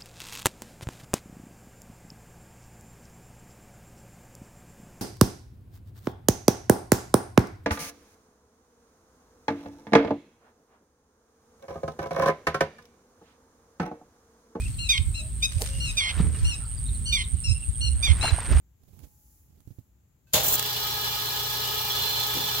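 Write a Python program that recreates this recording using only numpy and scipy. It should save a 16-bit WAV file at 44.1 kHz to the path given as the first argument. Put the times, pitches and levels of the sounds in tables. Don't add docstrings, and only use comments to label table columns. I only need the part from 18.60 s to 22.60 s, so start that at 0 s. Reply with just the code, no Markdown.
import sys
import numpy as np
from scipy import signal
from scipy.fft import rfft, irfft
from scipy.io import wavfile
from scipy.ndimage import uniform_filter1d, map_coordinates

SR = 44100
rng = np.random.default_rng(int(sys.argv[2]) if len(sys.argv) > 2 else 0)


def int16_out(signal):
    q = np.round(np.clip(np.atleast_2d(signal).T, -1, 1) * 32767)
    wavfile.write(sys.argv[1], SR, q.astype(np.int16))


N = 176400
T = np.arange(N) / SR
FREQS = np.maximum(np.arange(N // 2 + 1) * SR / N, 1)
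LEVER_S, START_S = 1.67, 1.733
SHAFT_HZ, MAINS_HZ = 28.62, 60
SPIN_UP_S, LOAD_RISE_S, RING_RISE_S = .05, .095, .11
CLICK_DECAY_S = .0024

# f/Hz, level/dB
CLATTER_EQ = [(38, -30), (55, 0.5), (300, -10.5), (520, -6), (720, -9), (1000, 0.5), (1400, -14),
              (1850, -6.5), (2700, -7), (3200, -0.5), (4000, 2.5), (4500, -3), (5300, -4), (6200, -8),
              (7200, -5.5), (9300, -14.5), (16000, -11)]
# f/Hz, left over right/dB
CLATTER_PAN = [(60, 8), (400, 2), (1300, 8.5), (2400, -4), (4000, 0.5), (8000, -2)]
# f/Hz, width/Hz, relative level/dB, left over right/dB
METAL_MODES = [(420, 29, 1, 15.5), (826, 36.5, 8, 4), (885, 39, 8, 0), (1271, 47, 6, 4.5),
               (1471, 22, 4.5, -4), (1687, 25, 8.5, 5), (2402, 12, 8.5, 4), (2705, 11.6, 8, -3.5),
               (2855, 8.5, 13, 1), (3043, 72, 9.5, -4), (3330, 25, 12, -12), (3489, 35, 14.5, -7.5),
               (4142, 35, 17, -1.5), (4880, 55, 8, -11.5), (5652, 34, 11.5, 5)]
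# f/Hz, level/dB
HISS_EQ = [(3000, -19), (6000, -2), (9000, -15), (11500, 1), (13000, 7.5), (14000, 3.5), (15200, 10.5),
           (16000, 1)]
# t/s, gain/dB
NEARNESS = [(2, 2), (2.9, 1.66), (3.5, 3)]
# f/Hz, relative level/dB
DRONE_TONES = [(422, -57.5), (1262, -56)]
# t/s, length/s, f/Hz, level/dB
HEAD_NOTES = [(3.293, 0.023, 3345, -34), (3.29, .65, 3508, -41), (3.413, 0.23, 4140, -37.5)]
# multiple of the shaft rate, level/dB
THROB_PARTIALS = [(2, -57), (3, -62.5), (4, -67.5), (5, -63.5)]
# multiple of twice the mains, added shaft multiple, running level/dB
HUM_PARTIALS = [(1, 0, -46.5), (1, 1, -59), (0, 25, -61), (-1, 33, -55), (1, 27, -55)]
# f/Hz, level/dB
JOLT_EQ = [(35, -34), (70, 1), (130, -4), (280, -16.5), (560, 0), (1200, -9.5), (1900, -13), (3200, -3.5),
           (4300, -4), (5500, -8.5), (7000, -1.5), (8500, -13.5), (13000, -4), (16000, -7)]
# f/Hz, level/dB, t60/s
TANK_MODES = [(135.2, -34, .22), (612, -37, 0.72), (195, -33, 0.15), (3100, -36, 0.3), (3550, -30.5, 0.32),
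              (6810, -44, 0.43)]
# t/s, length/s, level/dB
AIR_SPITS = [(1.832, 0.048, -23), (1.881, 0.039, -22.5), (1.923, 0.034, -21), (1.978, 0.0058, -28)]
# f/Hz, level/dB
SPIT_EQ = [(1000, -5), (3500, -35), (6500, 0), (10800, -6.5), (13300, 1.5), (15300, 10), (16000, -1.5)]
# t/s, level/dB
VALVE_CLACKS = [(1.889, -29), (1.925, -40), (1.941, -22), (1.994, -16.5), (2.026, -22)]
# f/Hz, level/dB
SPRING_MODES = [(1550, -69), (2600, -70)]
# f/Hz, level/dB
KNOCK_EQ = [(60, -22), (150, -6.5), (300, -10), (1500, -30)]
# t/s, level/dB
GLOVE_BUMPS = [(1.074, -38), (1.105, -38.5), (1.185, -37)]
# f/Hz, relative level/dB, decay/s
BUMP_MODES = [(110, 1.5, 0.0075), (257, -6, 0.0052)]
# t/s, width/s, level/dB
CLOTH_RUBS = [(.27, 0.05, -62), (.39, 0.093, -58.5), (.435, 0.027, -56), (.95, 0.1, -65.5)]
# f/Hz, level/dB
RUB_EQ = [(30, -8), (60, 9.5), (130, 3.5), (1500, -33.5), (7000, -30), (9000, -35), (16000, -25)]
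# t/s, level/dB
GLOVE_TICKS = [(.391, -54), (1.004, -58)]
# t/s, width/s, level/dB
CLOTH_SWISHES = [(.45, 0.2, -64.5), (.73, 0.17, -62), (1.13, 0.13, -67.5)]
# f/Hz, level/dB
SWISH_EQ = [(3000, -21), (7200, 2), (8500, -11), (10500, 2)]
# f/Hz, level/dB
ROOM_EQ = [(25, -25), (55, 5), (130, -4), (500, -25.5), (5500, -40), (7200, -27), (8500, -44.5),
           (13000, -32.5)]


def pump(turns):
    surging = strokes(turns, depth=.066) * flutter(60, db=.8)
    valves = clatter(turns, surging) + metal_ring(turns, surging) + hiss(turns)
    nearness = undb(np.interp(T, *np.array(NEARNESS).T))
    return valves * nearness + drone()


def strokes(turns, depth, second_piston=.62):
    surge = lambda offset: np.cos(np.pi * (turns + offset)) ** 16
    return unit(1 + 2 * depth * (surge(0) + second_piston * surge(.67)))


def valve_noise(turns, repeat_share=.26):
    place_in_turn = (turns % 1 * SR / SHAFT_HZ).astype(int)
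    looped = noise(likeness=.38)[:, place_in_turn]
    fresh = noise(likeness=.38)
    return scatter(np.sqrt(repeat_share) * looped + np.sqrt(1 - repeat_share) * fresh)


def clatter(turns, surging):
    rattle = scatter(valve_noise(turns)) * surging
    body = undb(over_hz(CLATTER_EQ)) * pan(over_hz(CLATTER_PAN))
    return undb(-34) * unit(filtered(rattle, body)) * rise(LOAD_RISE_S)


def metal_ring(turns, surging, flat_share=.014, settle_s=.8):
    power = sum((undb(db) * pan(pan_db) / (1 + 2 * ((FREQS - hz) / width) ** 2)) ** 2
                for hz, width, db, pan_db in METAL_MODES)
    rattle = valve_noise(turns, repeat_share=.082) * surging
    ring = unit(filtered(rattle, np.sqrt(power)))
    lead_s = flat_share * settle_s * (1 - rise(settle_s))
    bent = np.array([map_coordinates(side, [(T + lead_s) * SR], mode="mirror") for side in ring])
    return undb(-35) * bent * rise(RING_RISE_S)


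def hiss(turns):
    air = colour(scatter(valve_noise(T * SHAFT_HZ)), HISS_EQ)
    return undb(-33) * air * strokes(turns, depth=.44) * rise(LOAD_RISE_S)


def drone():
    tones = sum(undb(db) * wavering(hz, waver_hz=7.87) for hz, db in DRONE_TONES)
    return 2 * tones * pan(6.5) * rise(RING_RISE_S)


def singing_heads():
    return sum(undb(db) * wavering(hz, waver_hz=13.8) * envelope(s, .012, length, .032)
               for s, length, hz, db in HEAD_NOTES) * pan(-10.5)


def motor(turns, inrush_db=8, inrush_s=.14):
    throb = sum(undb(db) * tone(round(k) * turns) for k, db in THROB_PARTIALS)
    hum = sum(undb(db) * tone(round(k) * 2 * MAINS_HZ * T + round(m) * turns)
              for k, m, db in HUM_PARTIALS)
    inrush = undb(inrush_db * (1 - rise(inrush_s)))
    return np.sqrt(2) * (throb * rise(SPIN_UP_S) + hum * rise(.012) * inrush) * pan(2.5)


def switch_on(split_hz=4500, kick_attack_s=.0093, hold_s=.014):
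    crash = colour(noise(), JOLT_EQ)
    low = filtered(crash, 1 / (1 + (FREQS / split_hz) ** 4))
    snap = (crash - low) * envelope(START_S, .0016, hold_s, .03)
    kick = low * envelope(START_S, kick_attack_s, hold_s, .062)
    tank = sum(undb(db) * tone(hz * T) * envelope(START_S, kick_attack_s, hold_s, t60 / np.log(1000))
               for hz, db, t60 in TANK_MODES)
    return undb(-15.5) * (snap + kick) * flutter(300, db=1.1) + tank * pan(4.3)


def valves_seating():
    flow = sum(undb(db) * envelope(s, .0016, length, .0053) for s, length, db in AIR_SPITS)
    clacks = sum(undb(db) * envelope(s, .00044, .0013, CLICK_DECAY_S) for s, db in VALVE_CLACKS)
    air = colour(scatter(noise()), SPIT_EQ)
    return air * flow * flutter(200, db=1.04) + noise() * clacks


def lever(toggle_lead_s=.006):
    push = undb(-68) * (T > LEVER_S)
    toggle = undb(-49) * (T > START_S - toggle_lead_s)
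    scrape = colour(noise(), JOLT_EQ) * (push + toggle) * (T < START_S)
    spring = sum(undb(db) * sine(hz * T) for hz, db in SPRING_MODES)
    return scrape + spring * envelope(LEVER_S, .002, 0, .033)


def hand_knock(at_s=3.739):
    return undb(-35) * colour(noise(), KNOCK_EQ) * envelope(at_s, .0024, .026, .068)


def glove():
    bumps = sum(undb(db + mode_db) * sine(hz * (T - s)) * envelope(s, .0032, .00092, decay)
                for s, db in GLOVE_BUMPS for hz, mode_db, decay in BUMP_MODES)
    scuffs = sum(undb(db - 16.5) * envelope(s, .00078, .0019, .016) for s, db in GLOVE_BUMPS)
    cloth = colour(noise(), RUB_EQ) * (swells(CLOTH_RUBS) * flutter(120, db=3.3) + scuffs)
    ticks = noise() * sum(undb(db) * envelope(s, .00031, 0, CLICK_DECAY_S) for s, db in GLOVE_TICKS)
    swish = colour(noise(), SWISH_EQ) * swells(CLOTH_SWISHES)
    return bumps * pan(-18) + (cloth + ticks) * pan(-17) + swish


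def steel_handle(at_s=.36, hz=840):
    return undb(-76) * sine(hz * T) * envelope(at_s, .01, 0, .49)


def scatter(x, above_hz=900, step_hz=110, level_db=1.5, phase_rad=1.8):
    grid = np.arange(0, SR / 2, step_hz)
    highs = 1 / (1 + (above_hz / FREQS) ** 2)
    ripple = lambda: highs * np.array([np.interp(FREQS, grid, rng.standard_normal(len(grid))) for _ in x])
    return unit(filtered(x, undb(level_db * ripple()) * np.exp(1j * phase_rad * ripple())))


def room(x, t60_s=.42, predelay_s=.006, wet_db=-7.5):
    tail = rng.standard_normal((2, SR)) * undb(-60 * T[:SR] / t60_s) * (T[:SR] > predelay_s)
    tail /= np.sqrt(np.sum(tail ** 2) / 2)
    return x + undb(wet_db) * signal.fftconvolve(x, tail, axes=1)[:, :N]


def room_tone():
    return undb(-62) * colour(noise(), ROOM_EQ) * pan(1.8)


def undb(db):
    return 10 ** (np.asarray(db) / 20)


def unit(x):
    return x / np.sqrt(np.mean(x ** 2))


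def pan(db):
    return undb(np.array([[.5], [-.5]]) * db)


def over_hz(points):
    hz, value = np.array(points).T
    return np.interp(np.log(FREQS), np.log(hz), value)


def filtered(x, response):
    return irfft(rfft(x) * response, N)


def colour(x, eq):
    return unit(filtered(x, undb(over_hz(eq))))


def noise(likeness=.044, bass_hz=300):
    mid, side = rfft(rng.standard_normal((2, N)))
    alike = np.clip(likeness + (1 - likeness) / (1 + (FREQS / bass_hz) ** 2), 0, .97)
    spread = np.array([[1], [-1]]) * side * np.sqrt((1 - alike) / 2)
    return irfft(mid * np.sqrt((1 + alike) / 2) + spread, N)


def walk(rate_hz):
    step = int(SR / rate_hz)
    held = np.repeat(rng.standard_normal(N // step + 1), step)
    return unit(uniform_filter1d(held, step)[:N])


def flutter(rate_hz, db):
    return undb(db * walk(rate_hz))


def sine(cycles):
    return np.sin(2 * np.pi * cycles)


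def tone(cycles):
    return sine(cycles + rng.random())


def wavering(hz, waver_hz):
    return np.sqrt(2) * sine(np.cumsum(hz + waver_hz * walk(70)) / SR)


def envelope(start, attack, hold, decay):
    return np.clip((T - start) / attack, 0, 1) * np.exp(-np.maximum(T - start - hold, 0) / decay)


def swells(rows):
    return sum(undb(db) * np.exp(-((T - s) / width) ** 2) for s, width, db in rows)


def rise(lag_s):
    return 1 - np.exp(-np.maximum(T - START_S, 0) / lag_s)


def scene():
    shaft_hz = SHAFT_HZ * rise(SPIN_UP_S) * (1 + .0012 * walk(6))
    turns = np.cumsum(shaft_hz) / SR
    start = room(lever() + switch_on()) + valves_seating()
    running = pump(turns) + motor(turns)
    foley = glove() + steel_handle() + hand_knock()
    return start + running + foley + singing_heads() + room_tone()


def record(dry, top_hz=15850):
    return signal.sosfilt(signal.ellip(12, .2, 70, top_hz, fs=SR, output="sos"), dry)


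dry = scene()
out = record(dry)
int16_out(out)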